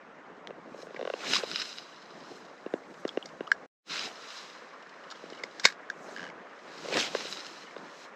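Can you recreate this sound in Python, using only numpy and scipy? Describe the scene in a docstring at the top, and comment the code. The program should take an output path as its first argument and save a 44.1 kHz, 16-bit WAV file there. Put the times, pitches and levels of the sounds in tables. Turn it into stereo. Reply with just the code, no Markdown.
"""Still air on a lakeshore, then a line snap, slipping grip and the first of three casts with a light rod. Air,
swing and sleeve are shaped patchy noise; line grains ring the rod's guides; whips hiss at a moving pitch.
Knocks sink in pitch; reel contacts and a few line snaps excite body and wire-arm modes; other line snaps are
damped clicks. Heard close up and body-worn, dull above 7 kHz; an edit cuts to near silence, then fades in
between casts 1 and 2."""
import sys
import numpy as np
from scipy import signal
from scipy.fft import rfft, irfft, next_fast_len
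from scipy.io import wavfile
from scipy.ndimage import uniform_filter1d, map_coordinates

SR = 44100
rng = np.random.default_rng(int(sys.argv[2]) if len(sys.argv) > 2 else 0)


def bounce(signal):
    """Save signal as a 16-bit WAV file at the path given by the first command-line argument."""
    frames = np.transpose(np.atleast_2d(signal))
    limited = np.clip(frames, -1, 1)
    pcm = np.round(limited * 32767).astype(np.int16)
    wavfile.write(sys.argv[1], SR, pcm)


def rack_gain(trim_db):
    """Turn a fader trim in dB into the linear factor to multiply a signal by."""
    fader = np.asarray(trim_db, float)
    return 10 ** (fader / 20)


N = 359415

# Modes of the reel body. Each row: frequency in Hz, relative level in dB, t60 in seconds.
BODY_MODES = [(1100, -9, .02), (1261, -8.5, 0.02), (1640, -1.5, 0.0135), (1970, -3, 0.004),
              (2130, -3.5, 0.0128), (2950, 3, 0.014), (3300, -2.5, 0.015)]


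def unit(x):
    """Scales to rms 1."""
    return x / np.sqrt(np.mean(x ** 2) + 1e-20)


def along(points, hz):
    """Interpolates (Hz, value) points on a log frequency axis."""
    f, v = np.transpose(points)
    return np.interp(np.log(hz + 1), np.log(f + 1), v)


def curves(rows, t=np.arange(N) / SR):
    """Interpolates each column after the first over time in seconds."""
    s, *cols = np.transpose(rows)
    return [np.interp(t, s, c) for c in cols]


def filtered(x, response):
    """Applies a complex response of frequency in Hz."""
    m = next_fast_len(N + SR // 2)
    return irfft(rfft(x, m) * response(np.fft.rfftfreq(m, 1 / SR)), m)[..., :N]


def patchy(depth_db, shape=lambda hz, t: 1):
    """Noise with patches of random gain, shaped over frequency and time."""
    hz, t, z = signal.stft(rng.standard_normal(N), SR, nperseg=256)
    field = uniform_filter1d(rng.standard_normal(z.shape), size=3, axis=0)
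    field = uniform_filter1d(field, size=8, axis=1)
    z = z * rack_gain(depth_db * unit(field)) * shape(hz[:, None], t)
    return signal.istft(z, SR, nperseg=256)[1][:N]


def wobble(rate):
    """Random curve, straight between knots, rate knots a second."""
    knots = rng.standard_normal(int(N * rate / SR) + 4)
    return map_coordinates(knots, [np.arange(N) * rate / SR], order=1)


def swells(rows, rest_db):
    """Gain over time: swells rise, hold and fall, adding in power to a resting level."""
    t = np.arange(N) / SR
    power = rack_gain(rest_db) ** 2
    for s, db, rise, hold, fall in rows:
        away = np.maximum((s - t) / rise, (t - s - hold) / fall)
        power = power + rack_gain(db - 20 * np.maximum(away, 0)) ** 2
    return np.sqrt(power)


def add(track, s, sound):
    """Mixes a sound in at s seconds."""
    start = round(s * SR)
    track[start:start + len(sound)] += sound[:len(track) - start]


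def air():
    """Still air of the lake: steady patchy noise with a fixed spectrum."""
    # Each row: frequency in Hz, relative level in dB per Hz.
    air_spectrum = [(30, -17.5), (70, -25), (115, -20), (155, -11), (300, -8), (550, -1.5), (800, -6),
                    (1100, -1.5), (1800, -4.5), (2600, -14.5), (4500, -27.5), (8000, -32.5), (12000, -41)]
    return rack_gain(-53.0) * unit(filtered(patchy(2.0), lambda hz: rack_gain(along(air_spectrum, hz))))


def swing():
    """Air pushed by arm and rod butt: a low rush swelling over a drifting breeze level."""
    # Each row: peak in seconds, level in dB, seconds to rise 20 dB, hold in seconds, seconds to fall 20 dB.
    swing_rows = [(1.3, -38.5, 0.142, .01, 0.188), (1.45, -48, .6, .05, 0.37),
                  (2.25, -50, 0.433, 0.010095, 0.54), (4.05, -49, 0.405, 0.0093, 0.189),
                  (5.24, -59, 0.123, .3, 1), (6.02, -52, 0.181, 0.24, 0.316), (6.9, -45, 0.236, 0.048, 0.7),
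                  (6.97, -32, 0.0407, 0.0046, 0.0554), (7.83, -51, 0.222, .01, .15)]
    # Each row: time in seconds, level in dB.
    breeze_rows = [(0, -59.5), (.3, -51), (1.2, -52.5), (1.7, -58.5), (3.0, -51.5), (3.6, -52.5),
                   (4.2, -70), (6.4, -60.5), (7.3, -56), (7.7, -64.5)]
    # Each row: frequency in Hz, relative level in dB per Hz.
    rush_spectrum = [(30, -11.5), (150, -6), (300, -2), (520, -2), (800, -5), (1500, -15), (3000, -41)]
    rush = unit(filtered(patchy(3.4), lambda hz: rack_gain(along(rush_spectrum, hz))))
    return swells(swing_rows, curves(breeze_rows)[0]) * rush


def sleeve():
    """Cloth rubbing: bright patchy noise of unsteady level."""
    # Each row: peak in seconds, level in dB, seconds to rise 20 dB, hold in seconds, seconds to fall 20 dB.
    rub_rows = [(.81, -51, 0.098, .02, .08), (1.3, -41, 0.041, 0.072, 0.18),
                (1.49, -47.5, .1, 0.193, 0.248), (2.39, -56.5, 0.234, 0.0094, 0.073),
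                (2.8, -62.5, 0.45, 0.465, 0.57), (3.93, -55.5, 0.28, .01, .13), (4.07, -51, .09, .01, .14),
                (6.08, -59, .25, 0.045, .2), (6.9, -52, 0.13, .02, .2), (6.97, -40.5, 0.068, .03, .1),
                (7.3, -49, .1, .01, 0.27), (7.45, -60, .5, 0.095, 0.17), (8.04, -62, 0.36, .01, .08)]
    # Each row: frequency in Hz, relative level in dB per Hz.
    cloth_spectrum = [(2000, -26.5), (3500, -12.5), (5000, -0.5), (6500, 2.5), (9000, 4.5), (13000, 1)]
    cloth = unit(filtered(patchy(3.1), lambda hz: rack_gain(along(cloth_spectrum, hz))))
    return swells(rub_rows, -84.5) * rack_gain(2.8 * wobble(22)) * cloth


def guides(slaps):
    """Guide rings drift between a slack and a taut tuning and come in uneven bursts."""
    # Each row: centre in Hz before detuning, width in Hz, relative level in dB.
    ring_modes = [(1420, 260, -8), (2100, 240, -10), (2450, 200, -10), (2900, 200, -5), (4000, 170, 1.5),
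                  (5140, 130, 0), (5890, 260, -12)]
    detune, flutter_db = .018, 3.5  # share each way; swell as the line's pull changes

    def rings(scale):
        def response(f):
            total = .012 * f / (f + 1500)
            for k, (c, w, db) in enumerate(ring_modes):
                total = total + (-1) ** k * rack_gain(db) * 1j * f * w / ((c * scale) ** 2 - f * f + 1j * f * w)
            return total
        return response

    turn = np.pi / 4 * (1 + np.tanh(wobble(14)))
    slack = filtered(slaps, rings(1 - detune))
    taut = filtered(slaps[::-1], rings(1 + detune))
    ring = np.cos(turn) * slack + np.sin(turn) * taut
    return unit(ring * rack_gain(flutter_db * wobble(60)))


def line():
    """Line slaps the guides in grains: a taut line rings them, a slack one only hisses."""
    # Each row: peak in seconds, level in dB, seconds to rise 20 dB, hold in seconds, seconds to fall 20 dB.
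    # Negative times swap the roles of rise and fall.
    run_rows = [(.83, -52.5, -0.0041, 0.0103, -0.13), (1.08, -56, .5, 0.049, 0.04),
                (1.35, -28, 0.1679, 0.0216, 0.0532), (1.5, -36.5, 0.1265, 0.105, 0.3323),
                (1.8, -59.5, 0.45, 0.326, 1.34), (2.3, -55, 0.6, 0.027, 0.3847),
                (3.1, -61, 0.68, .05, 1.42), (3.92, -40.5, 0.1688, 0.1347, 0.0547),
                (4.33, -47.5, 0.4557, 0.0495, 0.37), (5.2, -60, 0.68, 0.139, 0.48),
                (5.7, -51.5, 0.31, .01, 0.03), (6.1, -58, 0.09, 0.154, 0.08), (7.0, -38.5, .3, 0.0522, 0.1),
                (7.16, -41, 0.1435, .06, .42), (7.46, -55, 0.07, .14, 0.18),
                (8.04, -55.5, 0.62, 0.0091, 0.05)]
    # How freely the guides ring. Each row: time in seconds, share 0-1.
    ringing_rows = [(1.25, 0.52), (1.42, 0.93), (1.75, 0.89), (2.5, 0.58), (3.8, 0.41), (3.92, 0.86),
                    (4.15, 0.66), (6.8, .45), (7.1, .65), (7.3, .75), (7.7, 0.54)]
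    grain_gain = rack_gain(14.0 + 3.9 * np.minimum(rng.exponential(size=N), 2.4))
    grains = (rng.random(N) < 160 / SR) * grain_gain  # 160 a second on average
    slaps = rng.standard_normal(N) * (.5 + grains)
    damped = lambda f: 1j * f * 4500 / (3000 ** 2 - f * f + 1j * f * 4500)
    hiss = unit(filtered(rng.standard_normal(N), damped))
    share = np.clip(curves(ringing_rows)[0], 0, 1)
    return swells(run_rows, -75) * (share * guides(slaps) + np.sqrt(1 - share ** 2) * hiss)


def rung(modes, contact_ms, favoured_hz=None):
    """Modes driven by a short scrape of contact; peak 1."""
    hz, level, t60 = np.transpose(modes)[..., None]
    t = np.arange(SR // 30) / SR
    u = t / max(contact_ms / 1000, 5e-5)
    scrape = rng.standard_normal((len(modes), len(t))) * u * np.exp(-u)
    decays = rack_gain(-60 * t / t60) * (1 - np.exp(-.7 * hz * t)) * np.sin(2 * np.pi * hz * t)
    rings = signal.fftconvolve(decays, scrape, axes=1)[:, :len(t)]
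    if favoured_hz:
        level = level - np.minimum(220 * np.log2(hz / favoured_hz) ** 2, 27)
    sound = np.sum(rack_gain(level) * rings / np.abs(rings).max(axis=1, keepdims=True), axis=0)
    return sound / np.abs(sound).max()


def tick(favoured_hz, body_db, wire_db, contact_ms):
    """Body rings most near its favoured pitch, the wire arm jingles above, the contact itself snaps."""
    # Each row: frequency in Hz, relative level in dB, t60 in seconds.
    wire_modes = [(3695, -5, .008), (4373, -2.5, 0.0061), (5056, -3.5, 0.011), (5638, -10, 0.018),
                  (6616, -10, .008), (7532, -8.5, 0.0078), (11220, -22, .005)]
    t = np.arange(SR // 30) / SR
    u = t / (.0003 + contact_ms / 1000)
    snap = rack_gain(wire_db - 13.5) * rng.standard_normal(len(t)) * u * np.exp(1 - u)
    body = rack_gain(body_db) * rung(BODY_MODES, contact_ms, favoured_hz)
    return body + rack_gain(wire_db) * rung(wire_modes, contact_ms) + snap


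def fidgets():
    """Fingers on the reel set off faint ticks at chance times, pitches and sizes."""
    # Each row: start in seconds, end in seconds, ticks a second, top body level in dB.
    fidget_rows = [(1.849, 2.45, 16.1, -47.5), (2.78, 3.301, 15.4, -46), (4.798, 5.101, 10, -48),
                   (5.143, 5.421, 60, -49), (7.25, 7.8, 15.4, -45)]
    rows = []
    for start, end, rate, db in fidget_rows:
        for at, pitch, body, wire in rng.random((round(rate * (end - start)), 4)):
            s = start + at * (end - start)
            rows.append((s, 1500 * 2.4 ** pitch, db - 9 * body, db - 1.5 - 16 * wire, 2.5))
    return rows


def chatter(count=5):
    """The shut wire arm bounces on, ever weaker and further apart."""
    first_s, gap_s, gap_growth = 5.661, .0095, 1.32
    rows = []
    for k in range(count):
        s = first_s + gap_s * (gap_growth ** k - 1) / (gap_growth - 1)
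        body_db = -21.5 - 5 * k
        rows.append((s, 1840, body_db, body_db - 2.5, 1.8))
    return rows


def reel():
    """Contacts ring body and wire arm: single ticks, chatter, fidgets, a short uneven run of gear teeth. Three
    quick line snaps near 1.55-1.62 s ring the same body and wire-arm modes."""
    # Each row: start in seconds, favoured body pitch in Hz, body level in dB, wire level in dB, contact in ms.
    # # The rows at 1.545, 1.581 and 1.6219 s are line snaps sounding through the same modes.
    tick_rows = [(0.961, 1900, -31, -51, 3), (1.36, 1100, -24, -31, 0.73), (1.545, 2950, -29, -36.5, 0.44),
                 (1.581, 2910, -28.5, -38, 0.43), (1.6219, 2950, -39, -28, 0.41),
                 (3.0767, 1386, -36, -33, 2.23), (3.09, 3600, -27.5, -36.5, 0.585),
                 (3.2253, 3230, -31.5, -50, 0.315), (3.2569, 2320, -40, -32, 0.96),
                 (3.47, 2950, -38.5, -50.5, 1), (3.4732, 1280, -30.5, -47, 1),
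                 (3.5153, 1640, -19.5, -26, 0.5), (3.5168, 1640, -5.5, -21.5, 0.126),
                 (5.102, 3350, -47, -38.5, 0.83), (5.1096, 1420, -41.5, -38, 2.77),
                 (5.122, 1350, -37, -49, 0.76), (5.301, 1300, -47.5, -40.5, 0.35),
                 (5.33, 2970, -42.5, -50.5, 1.08), (5.4353, 2017, -28.5, -31, 1.28),
                 (5.596, 1770, -36.5, -31, 2), (5.633, 1540, -39, -34, 5), (5.6423, 2040, -24.5, -24, 2.1),
                 (5.652, 2080, -8.5, -6.5, 0.269), (5.6542, 2130, -13, -6.5, 1.06),
                 (5.8999, 1684, -24.5, -33.5, 0.485), (6.7816, 1460, -49, -39, 0.64),
                 (6.886, 2200, -42, -33.5, 0.62), (6.94, 2220, -41.5, -24.5, 0.84),
                 (6.969, 1970, -24.5, -24.5, 0.89), (7.4644, 2986, -40.5, -34.5, 0.91)]
    # Each row: time in seconds, level in dB, teeth a second.
    gear_rows = [(6.162, -32, 98), (6.2, -37, 90), (6.25, -37, 82), (6.31, -39.5, 84)]
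    track = np.zeros(N)
    for s, *contact in tick_rows + chatter() + fidgets():
        add(track, s, tick(*contact))
    gear_db, rate = curves(gear_rows)
    t = np.arange(N) / SR
    turning = (t > gear_rows[0][0]) & (t < gear_rows[-1][0])
    teeth = np.ceil(np.cumsum(rate * turning) / SR)
    for n in np.flatnonzero(np.diff(teeth) > 0):
        late, size, pitch = rng.standard_normal(size=3)
        tooth = tick(1730 * np.exp(.07 * pitch), -0.61, -9, 0.585)
        tooth = tooth + rack_gain(-11) * rung(BODY_MODES, 1.3, 2850)
        add(track, n / SR + 0.0008 * late, rack_gain(gear_db[n] + 2.21 * size) * tooth)
    return track


def knocks():
    """Grip slips send a bending wave along the rod: the high part arrives first, so the thump falls in pitch."""
    # Each row: time in seconds, level in dB, bright edge re thump in dB, mean pitch the thump sinks to in Hz.
    knock_rows = [(0.5065, -30, -9, 300), (0.745, -32.5, -9.5, 300), (0.789, -34.5, -9.5, 300),
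                  (0.831, -32, -20, 300), (0.869, -34, -8.5, 320), (0.907, -32.5, -8, 280),
                  (0.945, -32, -5.5, 280), (0.971, -33, -9, 330), (0.993, -26.5, -9, 339),
                  (0.9985, -28.5, -14.5, 340), (1.012, -24, -6.5, 338), (1.027, -24, -7.5, 328),
                  (1.0521, -23.5, -5, 328), (1.0751, -22, -5, 318), (1.1006, -21, -5.5, 320),
                  (1.138, -21, -5.5, 308), (1.435, -19.5, -8.5, 321), (2.663, -23, -13, 120),
                  (2.7385, -15, -12.5, 110), (3.0515, -17, -9, 140), (3.1735, -15, -9.5, 170),
                  (3.4075, -22, -10, 120), (5.239, -35, -11, 110), (5.323, -35, -11, 120),
                  (5.438, -34.5, -4, 252), (5.654, -22, 7.5, 326), (6.857, -32.5, -7, 300),
                  (6.885, -29.5, -9, 299), (6.925, -26, -3, 280), (6.956, -24.5, -6.5, 241),
                  (6.977, -27, -3.5, 280), (7.15, -19.5, -4, 298), (7.253, -33.5, -13, 260),
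                  (7.765, -33, -4.5, 260)]
    # Rod blank. Each row: mean frequency in Hz, mean relative level in dB, t60 in seconds.
    rod_modes = [(1090.6, 1, 0.0146), (1545, 2, 0.01018), (1900, -3, .009), (2788, -3.5, 0.01157),
                 (3600, -6, .008), (5520, -17.5, 0.0097)]
    track, t = np.zeros(N), np.arange(SR // 20) / SR
    for s, db, edge_db, low_hz in knock_rows:
        hz = (low_hz + (800 - low_hz) * np.exp(-t / 0.003616)) * rng.normal(1, 0.045)
        swell = t / 0.003392 * np.exp(.5 - (t / 0.003779) ** 2)
        thump = swell * np.sin(2 * np.pi * np.cumsum(hz) / SR)
        edge = np.zeros(len(t))
        for f, level, t60 in rod_modes:
            decay = rack_gain(level + rng.normal(0, 2.6) - 60 * t / t60)
            edge += decay * np.sin(2 * np.pi * f * rng.normal(1, 0.023) * t)
        edge *= 1 - np.exp(-t / .0004)
        add(track, s - .0005, rack_gain(db) * (thump + rack_gain(edge_db) * edge))
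    return track


def snaps():
    """Line snaps dry against the spool lip: one sharp broad click with a brief rattle after it."""
    # Each row: time in seconds, level in dB.
    snap_rows = [(0.473, -19.5), (1.3354, -5), (1.611, -23), (6.971, -13), (7.208, -23.5), (7.27, -26.5)]
    click_hz, width_hz = 3300, 2300
    track, t = np.zeros(N), np.arange(SR // 100) / SR
    click = np.sin(2 * np.pi * click_hz * t) * np.exp(-np.pi * width_hz * t)
    for s, db in snap_rows:
        rattle = .13 * rng.standard_normal(len(t)) * np.exp(-t / .0013)
        add(track, s, rack_gain(db) * (click + np.convolve(rattle, click)[:len(t)]))
    return track


def ground(x):
    """Body, stones and scrub return a short bright smear of every blow."""
    t = np.arange(SR // 10) / SR
    tail = np.diff(rng.standard_normal(len(t)), prepend=0) * rack_gain(-60 * t / 0.083) * (t > .004)
    return x + rack_gain(-8.5) * signal.fftconvolve(x, tail / np.linalg.norm(tail))[:N]


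def whips():
    """Vortices shed by the rod tip hiss round a pitch that follows its speed."""
    # One list a cast. Each row: time in seconds, level in dB, vortex pitch in Hz.
    casts = [
        [(1.19, -54, 1213), (1.25, -37.5, 1515), (1.29, -40, 2300), (1.33, -33.5, 3300), (1.355, -28.5, 3932),
         (1.38, -32, 2390), (1.41, -39.5, 1510), (1.45, -48.5, 1310)],
        [(3.9, -52, 2395), (3.94, -35.5, 2360), (4.0, -44, 2482), (4.05, -42, 2500), (4.09, -52.5, 2387),
         (4.14, -67, 1900)],
        [(6.88, -62.5, 2375), (6.93, -37, 2545), (6.96, -39.5, 1911), (6.99, -30.5, 1747), (7.0, -28, 3300),
         (7.02, -33, 3066), (7.06, -39.5, 2198), (7.095, -52, 1900)],
    ]

    def shedding(hz, t):
        octaves = np.log2((hz + 50) / curves(sum(casts, []), t)[1])
        skirt = rack_gain(-6 * octaves ** 2 / (1 + 0.13 * np.abs(octaves)))
        gain = skirt + 0.57 * np.exp(-(octaves / 0.15) ** 2)
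        return gain / np.sqrt(np.mean(gain ** 2, axis=0))

    tip = np.zeros(N)
    for rows in casts:
        faded = [(rows[0][0] - .02, -90, 0), *rows, (rows[-1][0] + .02, -90, 0)]
        tip += rack_gain(curves(faded)[0])
    return tip * unit(patchy(4, shedding) * rack_gain(3.0 * wobble(400)))


def scene():
    """All sources sit in the middle; only the blows get the ground's smear."""
    background = air() + swing() + sleeve() + line()
    blows = ground(knocks() + reel() + snaps())
    mono = background + blows + whips()
    return np.array([mono, mono])


def low_pass(x):
    """Removes everything above the highest recorded frequency."""
    return signal.sosfilt(signal.butter(12, 14710, fs=SR, output="sos"), x)


def record(dry):
    """Soft limiting; dull above 7 kHz, gap at 9 kHz, weak top band; side strongest in top treble; an edit gap."""
    # Overall response. Each row: frequency in Hz, gain in dB.
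    overall_response = [(40, -20), (110, -16.5), (160, 1), (6500, -1), (8000, -9), (8600, -12.5),
                        (9000, -40), (9500, -20.5), (12000, -20), (13500, -23.5), (14500, -39)]
    # Each row: frequency in Hz, side re mid in dB.
    side_width = [(60, -14.5), (200, -40.5), (1250, -51), (4200, -46), (7700, -25.5), (9500, -14.5),
                  (14000, -1)]
    # Cut to near silence, then a fade in. Each row: time in seconds, gain in dB.
    edit_gap_rows = [(3.66, -0.5), (3.668, -41), (3.71, -60.5), (3.82, -58.5), (3.85, -28.5), (3.87, -8.5),
                     (3.91, 3)]
    pressed = np.tanh(dry[0])  # input stage rounds off the loudest blow
    mid = filtered(pressed, lambda hz: rack_gain(along(overall_response, hz))) * rack_gain(curves(edit_gap_rows)[0])
    turns = np.exp(1j * np.arange(N) / 30)  # phase turning fast with frequency makes side unlike mid
    side_gain = rack_gain(along(side_width, np.fft.rfftfreq(N, 1 / SR)))
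    side = irfft(rfft(mid) * side_gain * turns[:N // 2 + 1], N)
    return low_pass(np.array([mid + side, mid - side]))


dry = scene()
out = record(dry)
bounce(out)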